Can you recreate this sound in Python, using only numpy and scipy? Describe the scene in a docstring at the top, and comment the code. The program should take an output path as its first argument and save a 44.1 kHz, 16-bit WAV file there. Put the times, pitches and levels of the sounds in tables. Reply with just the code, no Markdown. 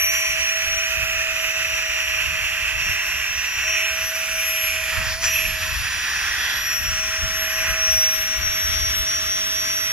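"""Outdoors, a small hand-held battery pump with a nine-bladed impeller inflates a mat near two microphones.
Sines locked to the rotor speed make the hum and the blade whine; filtered noise makes the air rush,
with resonances of inlet and housing that the moving hand and fabric shade.
Once the hand chokes the inlet: the rush changes, the rotor races, then air bursts back in.
Light wind rumbles and buffets the microphones as low noise, and a far drone, a hump of noise, grows."""
import sys
import numpy as np
from scipy import signal
from scipy.io import wavfile
from scipy.ndimage import uniform_filter1d

SR = 44100
rng = np.random.default_rng(int(sys.argv[2]) if len(sys.argv) > 2 else 0)


def transcribe(signal):
    """Save signal, clipped to [-1, 1], as a 16-bit WAV file at the path in sys.argv[1]."""
    frames = np.atleast_2d(signal).T
    limited = np.clip(frames, -1, 1)
    pcm = np.round(limited * 32767).astype(np.int16)
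    wavfile.write(sys.argv[1], SR, pcm)


N = 437472  # samples
SIZE, HOP = 512, 128  # short-time frame of the air rush and its step, samples

# extra travel of the pump sound to the left microphone: t/s, delay/us
LEFT_DELAY = [(0, 125), (5.3, 36), (7.0, 70), (9.92, 113)]
# the choke: when the inlet reopens, and how long it closes, stays shut and opens
OPEN_S, CLOSING_S, SHUT_S, OPENING_S = 5.21, .03, .04, .03


def amp(db):
    """Amplitude factor of a level in dB."""
    return 10 ** (np.asarray(db) / 20)


def evened(x):
    """Scale to unit mean power."""
    return x / np.sqrt(np.mean(x ** 2) + 1e-20)


def curve(rows, t):
    """All columns of a breakpoint table at times t, joined by straight lines."""
    s, *columns = np.transpose(rows)
    return np.array([np.interp(t, s, c) for c in columns])


def shape(points, hz):
    """Spectrum gain of unit mean power, through (Hz, dB) points on a log frequency axis."""
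    f, db = np.transpose(points)
    return evened(amp(np.interp(np.log(hz + 1), np.log(f), db)))


def wander(t, top_hz, channels=1, count=30):
    """Slow random curves of unit power: sines of random phase up to top_hz, the slower the stronger."""
    f = np.geomspace(top_hz / 20, top_hz, count)[:, None]
    coarse = np.arange(0, t[-1] + .01, .002)
    rows = []
    for _ in range(channels):
        phase = 2 * np.pi * (f * coarse + rng.random((count, 1)))
        row = evened((np.sin(phase) / np.sqrt(f)).sum(0))
        rows.append(np.interp(t, coarse, row))
    return np.array(rows)


def noise_pair(left, right, same, size, turn=1):
    """Two partly alike noises with the given short-time magnitudes; turn rotates the left phase."""
    a, b, c, d = rng.standard_normal((left.shape[1], left.shape[0], 4)).T
    same = np.clip(same, 0, 1)
    shared = a + 1j * b
    own = c + 1j * d
    left_bins = left * shared * turn
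    right_bins = right * (same * shared + np.sqrt(1 - same ** 2) * own)
    pair = signal.istft(np.array([left_bins, right_bins]), nperseg=size, noverlap=size * 3 // 4)[1]
    return pair[:, :N] * np.sqrt(1.98 / size)


def rotor():
    """Tones at multiples of the slightly unsteady rotor speed: unbalance hum, blade whine and its octave."""
    # t/s, speed/(turns per s)
    rotor_speed = [(0.0, 646.5), (0.1, 649.1), (0.38, 646.1), (1.0, 649.4), (2.08, 640.7), (2.6, 642.8),
                   (2.9, 639.2), (3.65, 638.0), (3.8, 642.3), (4.18, 645.7), (4.55, 642.7), (5.73, 638.4),
                   (6.26, 640.9), (6.45, 644.4), (6.62, 638.0), (6.86, 634.9), (7.22, 640.4), (7.75, 641.9),
                   (8.0, 637.1), (9.92, 639.2)]
    # rotor unbalance, once a turn: t/s, level/dB
    hum = [(0, -40.5), (1.29, -37.5), (3.38, -51), (3.62, -56), (3.66, -40), (5.3, -40.5), (5.7, -44),
           (5.77, -59.5), (6.8, -48.5), (7.1, -41.5), (7.9, -36.5), (8.35, -44.5), (9.92, -44)]
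    # blade-passing tone: t/s, left level/dB, right level/dB, lead of left/rad
    whine = [(0, -22, -25, 1.8), (.33, -26, -31, 1.0), (.42, -27.5, -28.5, -3.0), (.81, -26.5, -30, -3.1),
             (.91, -36, -34.5, -3.3), (1.89, -29.5, -39, -.8), (2.72, -37, -47.5, .9),
             (2.83, -29, -36.5, 1.3), (3.25, -31, -40, 2.3), (3.38, -31, -28.5, 4.0),
             (3.61, -31.5, -39, 5.2), (3.69, -22, -33, 7.6), (3.87, -31, -28.5, 8.2),
             (4.05, -30.5, -33, 11.3), (4.7, -32.5, -32, 8.8), (4.82, -45, -38, 9.8),
             (5.195, -41, -42, 11.8), (5.25, -23.5, -22.5, 11.2), (5.51, -35.5, -37, 14.6),
             (5.71, -36.5, -37.5, 11.5), (6.32, -30, -32.5, 13.9), (6.52, -35, -35, 12.4),
             (6.66, -25, -29, 11.9), (7.07, -25, -30.5, 9.2), (7.44, -27.5, -29.5, 8.8),
             (7.54, -26, -34, 10.3), (7.74, -29, -30.5, 10.6), (7.84, -17.5, -19.5, 9.6),
             (8.07, -20.5, -19.5, 10.2), (8.35, -23.5, -32, 9.5), (8.44, -21.5, -26, 14.2),
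             (9.92, -25.5, -24, 14.1)]
    # echoes off hand or fabric briefly cancel the whine: t/s, left drop/dB, right drop/dB
    dips = [(.37, 10, 20), (1.27, 14, 14), (4.12, 13, 4), (5.35, 12, 0), (6.81, 3, 15), (8.167, 0, 19),
            (8.4, 11, 18)]
    # octave of the whine: t/s, left level/dB, right level/dB
    octave = [(0, -27, -34), (.3, -41, -41), (2.7, -44, -46), (2.9, -34, -36), (3.4, -47, -47),
              (4.56, -26, -32), (5.21, -44, -48), (5.35, -29, -28), (5.6, -38, -42), (6.25, -48, -48),
              (6.77, -30, -38), (7.27, -48, -42), (7.42, -38, -32), (7.85, -30, -39), (8.15, -27, -35),
              (8.43, -37, -40), (9.92, -34, -38)]
    # faint tone: multiple of speed, left level/dB, right level/dB
    faint = [(3, -43, -40)]
    blades, dip_s = 9, .018

    t = np.arange(N) / SR
    speed = curve(rotor_speed, t)[0] + race(t) + 0.45 * wander(t, 40.)[0]
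    angle = 2 * np.pi * np.cumsum(speed) / SR
    late = np.array([2 * np.pi * speed * curve(LEFT_DELAY, t)[0] * 1e-6, 0 * t])

    # the hum lags on the left by 1.9 times the plain travel delay
    out = amp(curve(hum, t) + 1.5 * wander(t, 90.)) * np.sin(angle - 1.9 * late)

    left_db, right_db, lead = curve(whine, t)
    dips_db = sum(np.c_[drop_db] * np.exp(-((t - s) / dip_s) ** 2) for s, *drop_db in dips)
    flutter_db = 1.4 * wander(t, 45., channels=2)
    whine_gain = amp([left_db, right_db] - dips_db + flutter_db)
    lead_pair = [lead + .35 * wander(t, 40.)[0], 0 * t]
    out += whine_gain * np.sin(blades * angle + lead_pair)

    # short waves scatter off hand and fabric: level and phase drift apart at the two microphones
    drift = [[-1.8], [0]] + .8 * wander(t, 12., channels=2)
    octave_gain = amp(curve(octave, t) + 3.0 * wander(t, 40., channels=2))
    out += octave_gain * np.sin(2 * blades * angle + drift)

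    for multiple, *db in faint:
        flutter_db = 2.5 * wander(t, 10.0, channels=2)
        out += amp(np.c_[db] + flutter_db) * np.sin(np.round(multiple) * (angle - late))
    return np.sqrt(2) * out  # makes the table levels RMS levels


def rush():
    """Turbulent air excites the housing resonances; eddies make the level patchy and flickering."""
    # resonances of inlet and housing: f/Hz, width 9 dB down/Hz, left over right/dB, left-right likeness (0-1)
    housing = [(1774, 1060, -2, 0.94), (2535, 1130, -5, 0.9), (3310, 1300, -2, 0.043),
               (5240, 2100, 2.5, 0.85), (6940, 1610, -6, 0.15), (10305, 1060, -3, 0.043)]
    # relative spectrum of the broad jet noise: f/Hz, level/dB
    hiss = [(350, -66), (700, -41), (1000, -2), (6000, -5.5), (8500, -19.5), (12300, -7), (15500, -11)]
    # ridges and notches while the hand holds still: f/Hz, start/s, end/s, left gain/dB, right gain/dB
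    ridges = [(2190, 0, 7.9, -4, -6), (2670, 1.0, 3.8, 4, 4), (2640, 5.36, 5.4, 5, 5),
              (3400, 8.0, 9.92, -6, 0)]
    hiss_db, ridge_hz = -36, 120  # jet level ahead of the side gains; ridge half-width

    hz = np.fft.rfftfreq(SIZE, 1 / SR)
    t = np.arange(N // HOP + 5) * HOP / SR
    f, width, pan_db, same = np.array(housing).T[:, :, None, None]
    modes = (1 + (2 * (hz[:, None] - f) / width) ** 2) ** -3.0 * np.ones(len(t))
    power = amp(housing_db(t)) ** 2
    modes *= (power / modes.mean(1))[:, None]

    # the jet follows the total resonance power, but less strongly
    total = power.sum(0)
    jet_power = amp(hiss_db) ** 2 * (total / total.mean()) ** .45
    jet = np.outer(shape(hiss, hz) ** 2, jet_power)

    # these are powers, so each side moves by half the dB written here
    left = (modes * amp(pan_db)).sum(0) + jet * amp(2.5)
    right = (modes / amp(pan_db)).sum(0) + jet / amp(-7.5)
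    jet_alike = jet * 0.75 / (1 + (hz[:, None] / 4000) ** 2)
    alike = ((modes * same).sum(0) + jet_alike) / (modes.sum(0) + jet)

    # echoes off hand and fabric lay narrow, slowly shifting ridges over the spectrum
    patches = rng.standard_normal((len(t), len(hz))).T
    patches = uniform_filter1d(patches, size=2, axis=0)
    patches = evened(uniform_filter1d(patches, size=300, axis=1))
    ridges_db = np.zeros((2, len(hz), len(t)))
    for center_hz, start, end, *db in ridges:
        held = np.clip(np.minimum(t - start, end - t) / .15 + 1, 0, 1)  # fades 0.15 s beyond each end
        ridge = np.outer(np.exp(-((hz - center_hz) / ridge_hz) ** 2), held)
        ridges_db += np.c_[db][:, None] * ridge
    eddies = amp(ridges_db + 1.5 * patches + .7 * wander(t, 80.))

    delay = np.exp(-2j * np.pi * np.outer(hz, curve(LEFT_DELAY, t)[0]) * 1e-6)
    return noise_pair(np.sqrt(left) * eddies[0], np.sqrt(right) * eddies[1], alike, size=SIZE, turn=delay)


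def housing_db(t):
    """Level of each resonance: hand and fabric shade the air rush, and the choke reshapes it."""
    # t/s, low rush level/dB, main resonance level/dB, treble level/dB
    air = [(0, -32.5, -20.5, -36.5), (1.16, -29, -23.5, -45), (3.15, -30, -24.5, -48),
           (3.46, -31, -26.5, -48.5), (3.8, -30, -21, -42), (4.1, -30.5, -27.5, -41),
           (4.65, -36, -22.5, -34), (5.0, -24.5, -26, -40.5), (5.2, -32, -30.5, -44),
           (5.37, -34.5, -21.5, -36), (5.6, -29.5, -29, -40), (6.2, -25.5, -28.5, -38.5),
           (6.53, -25, -31.5, -44), (6.72, -30.5, -27.5, -46), (7.3, -29.5, -28.5, -40.5),
           (7.7, -25, -24.5, -47), (7.97, -31, -30, -43.5), (8.4, -32, -30.5, -52),
           (8.72, -31.5, -32, -40.5), (9.92, -35, -32, -41)]
    # third to fifth resonance follow those levels: mean level/dB, share of low, share of main, share of treble
    followers = [(-42, 0.74, -2.21, 0.11), (-38, 0.49, -0.85, 0.43), (-38.5, 0.053, 0.45, 0.17)]
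    # one row a resonance: change while shut/dB, rise in the burst/dB
    choke = [(-4, 9), (-5, 4), (-17, 6), (-1, 11), (-3, 10.5), (3, 6)]
    narrow_s, narrow_db = 0.048, 7

    levels = curve(air, t)
    low, main, treble = levels
    follow = np.array(followers)
    swings = levels - levels.mean(1, keepdims=True)
    third, fourth, fifth = follow[:, :1] + follow[:, 1:] @ swings
    # the narrowing gap hisses in the fourth resonance around the time the hand starts to close it
    narrow_at = OPEN_S - SHUT_S - CLOSING_S - narrow_s / 2
    fourth += narrow_db * np.exp(-((t - narrow_at) / narrow_s) ** 2)
    return np.array([low, main, third, fourth, fifth, treble]) + np.array(choke) @ [shut(t), burst(t)]


def wind():
    """Lumpy rumble, its gusts differing between the microphones; buffets are short and reach higher."""
    # mean of the two sides: t/s, level/dB
    strength = [(0, -44), (2.5, -39), (4.6, -46), (4.95, -37.5), (6.0, -40.5), (8.2, -39.5), (8.85, -30),
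                (9.3, -44)]
    # relative spectrum: f/Hz, level/dB
    rumble = [(30, -6), (65, 8.5), (110, -4.5), (170, -15.5), (450, -37.5)]
    # gusts that buffet the microphone ports: t/s, left rise/dB, right rise/dB
    buffets = [(1.02, 16.5, 6), (2.36, 8, 8.5), (2.87, 15, 3), (5.03, 12, 17.5), (5.46, 14.5, 12),
               (5.65, 12, 4), (5.85, 6, 11), (6.88, 18.5, 0), (7.26, 12.5, 0), (7.72, 12, -3), (7.9, 5, 9)]

    hz = np.fft.rfftfreq(4 * SIZE, 1 / SR)
    t = np.arange(N // SIZE + 5) * SIZE / SR
    gusts_db = curve(strength, t) + 3.9 * wander(t, 40., channels=2) + [[1.2], [-1.2]]
    buffets_db = np.zeros((2, len(t)))
    for s, *rise_db in buffets:
        buffets_db += np.c_[rise_db] * np.exp(-((t - s) / 0.092) ** 2)
    # buffets lift nothing below 8 Hz and lift fully from about 160 Hz up
    reach = np.clip(np.log(hz / 8 + 1e-9), 0, 3.0)[:, None] / 3
    spectrum = shape(np.vstack([rumble, [SR, -150]]), hz)[:, None]
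    left, right = spectrum * amp(gusts_db[:, None] + reach * buffets_db[:, None])
    return noise_pair(left, right, .35, size=4 * SIZE)


def drone():
    """Far-off smooth noise in one broad low hump, much alike at both microphones."""
    # slow growth: t/s, level/dB
    growth = [(0, -67), (9.92, -44.5)]
    hz = np.fft.rfftfreq(4 * SIZE, 1 / SR)
    t = np.arange(N // SIZE + 5) * SIZE / SR
    spectrum = evened(hz / (1 + (hz / 200) ** 2) ** 1.42)
    hump = np.outer(spectrum, amp(curve(growth, t)[0]))
    return noise_pair(hump, hump, 0.79, size=4 * SIZE)


def shut(t):
    """How far the hand closes the inlet, 0-1."""
    return np.interp(t, OPEN_S + np.array([-SHUT_S - CLOSING_S, -SHUT_S, 0, OPENING_S]), [0, 1, 1, 0])


def race(t):
    """Extra turns per second: the unloaded rotor speeds up while choked, settling once the load returns."""
    race_hz, settle_s = 20, .1
    gaining = np.clip(1 + (t - OPEN_S) / (CLOSING_S + SHUT_S), 0, 1)
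    return race_hz * gaining * np.exp(-np.maximum(t - OPEN_S, 0) / settle_s)


def burst(t):
    """Air bursts back in as the inlet opens: a short surge with peak 1, reached after 35 ms."""
    u = np.maximum(t - OPEN_S, 0) / .035
    return (u * np.exp(1 - u)) ** 2


def scene():
    """Pump tones, air rush, wind and the far drone."""
    return rotor() + rush() + wind() + drone()


def record(dry):
    """The band limit of the recorder: a steep low-pass."""
    edge_hz = 15480
    lowpass = signal.firwin(1023, edge_hz, window=("kaiser", 9), fs=SR)
    return signal.oaconvolve(dry, lowpass[None], "same")


dry = scene()
out = record(dry)
transcribe(out)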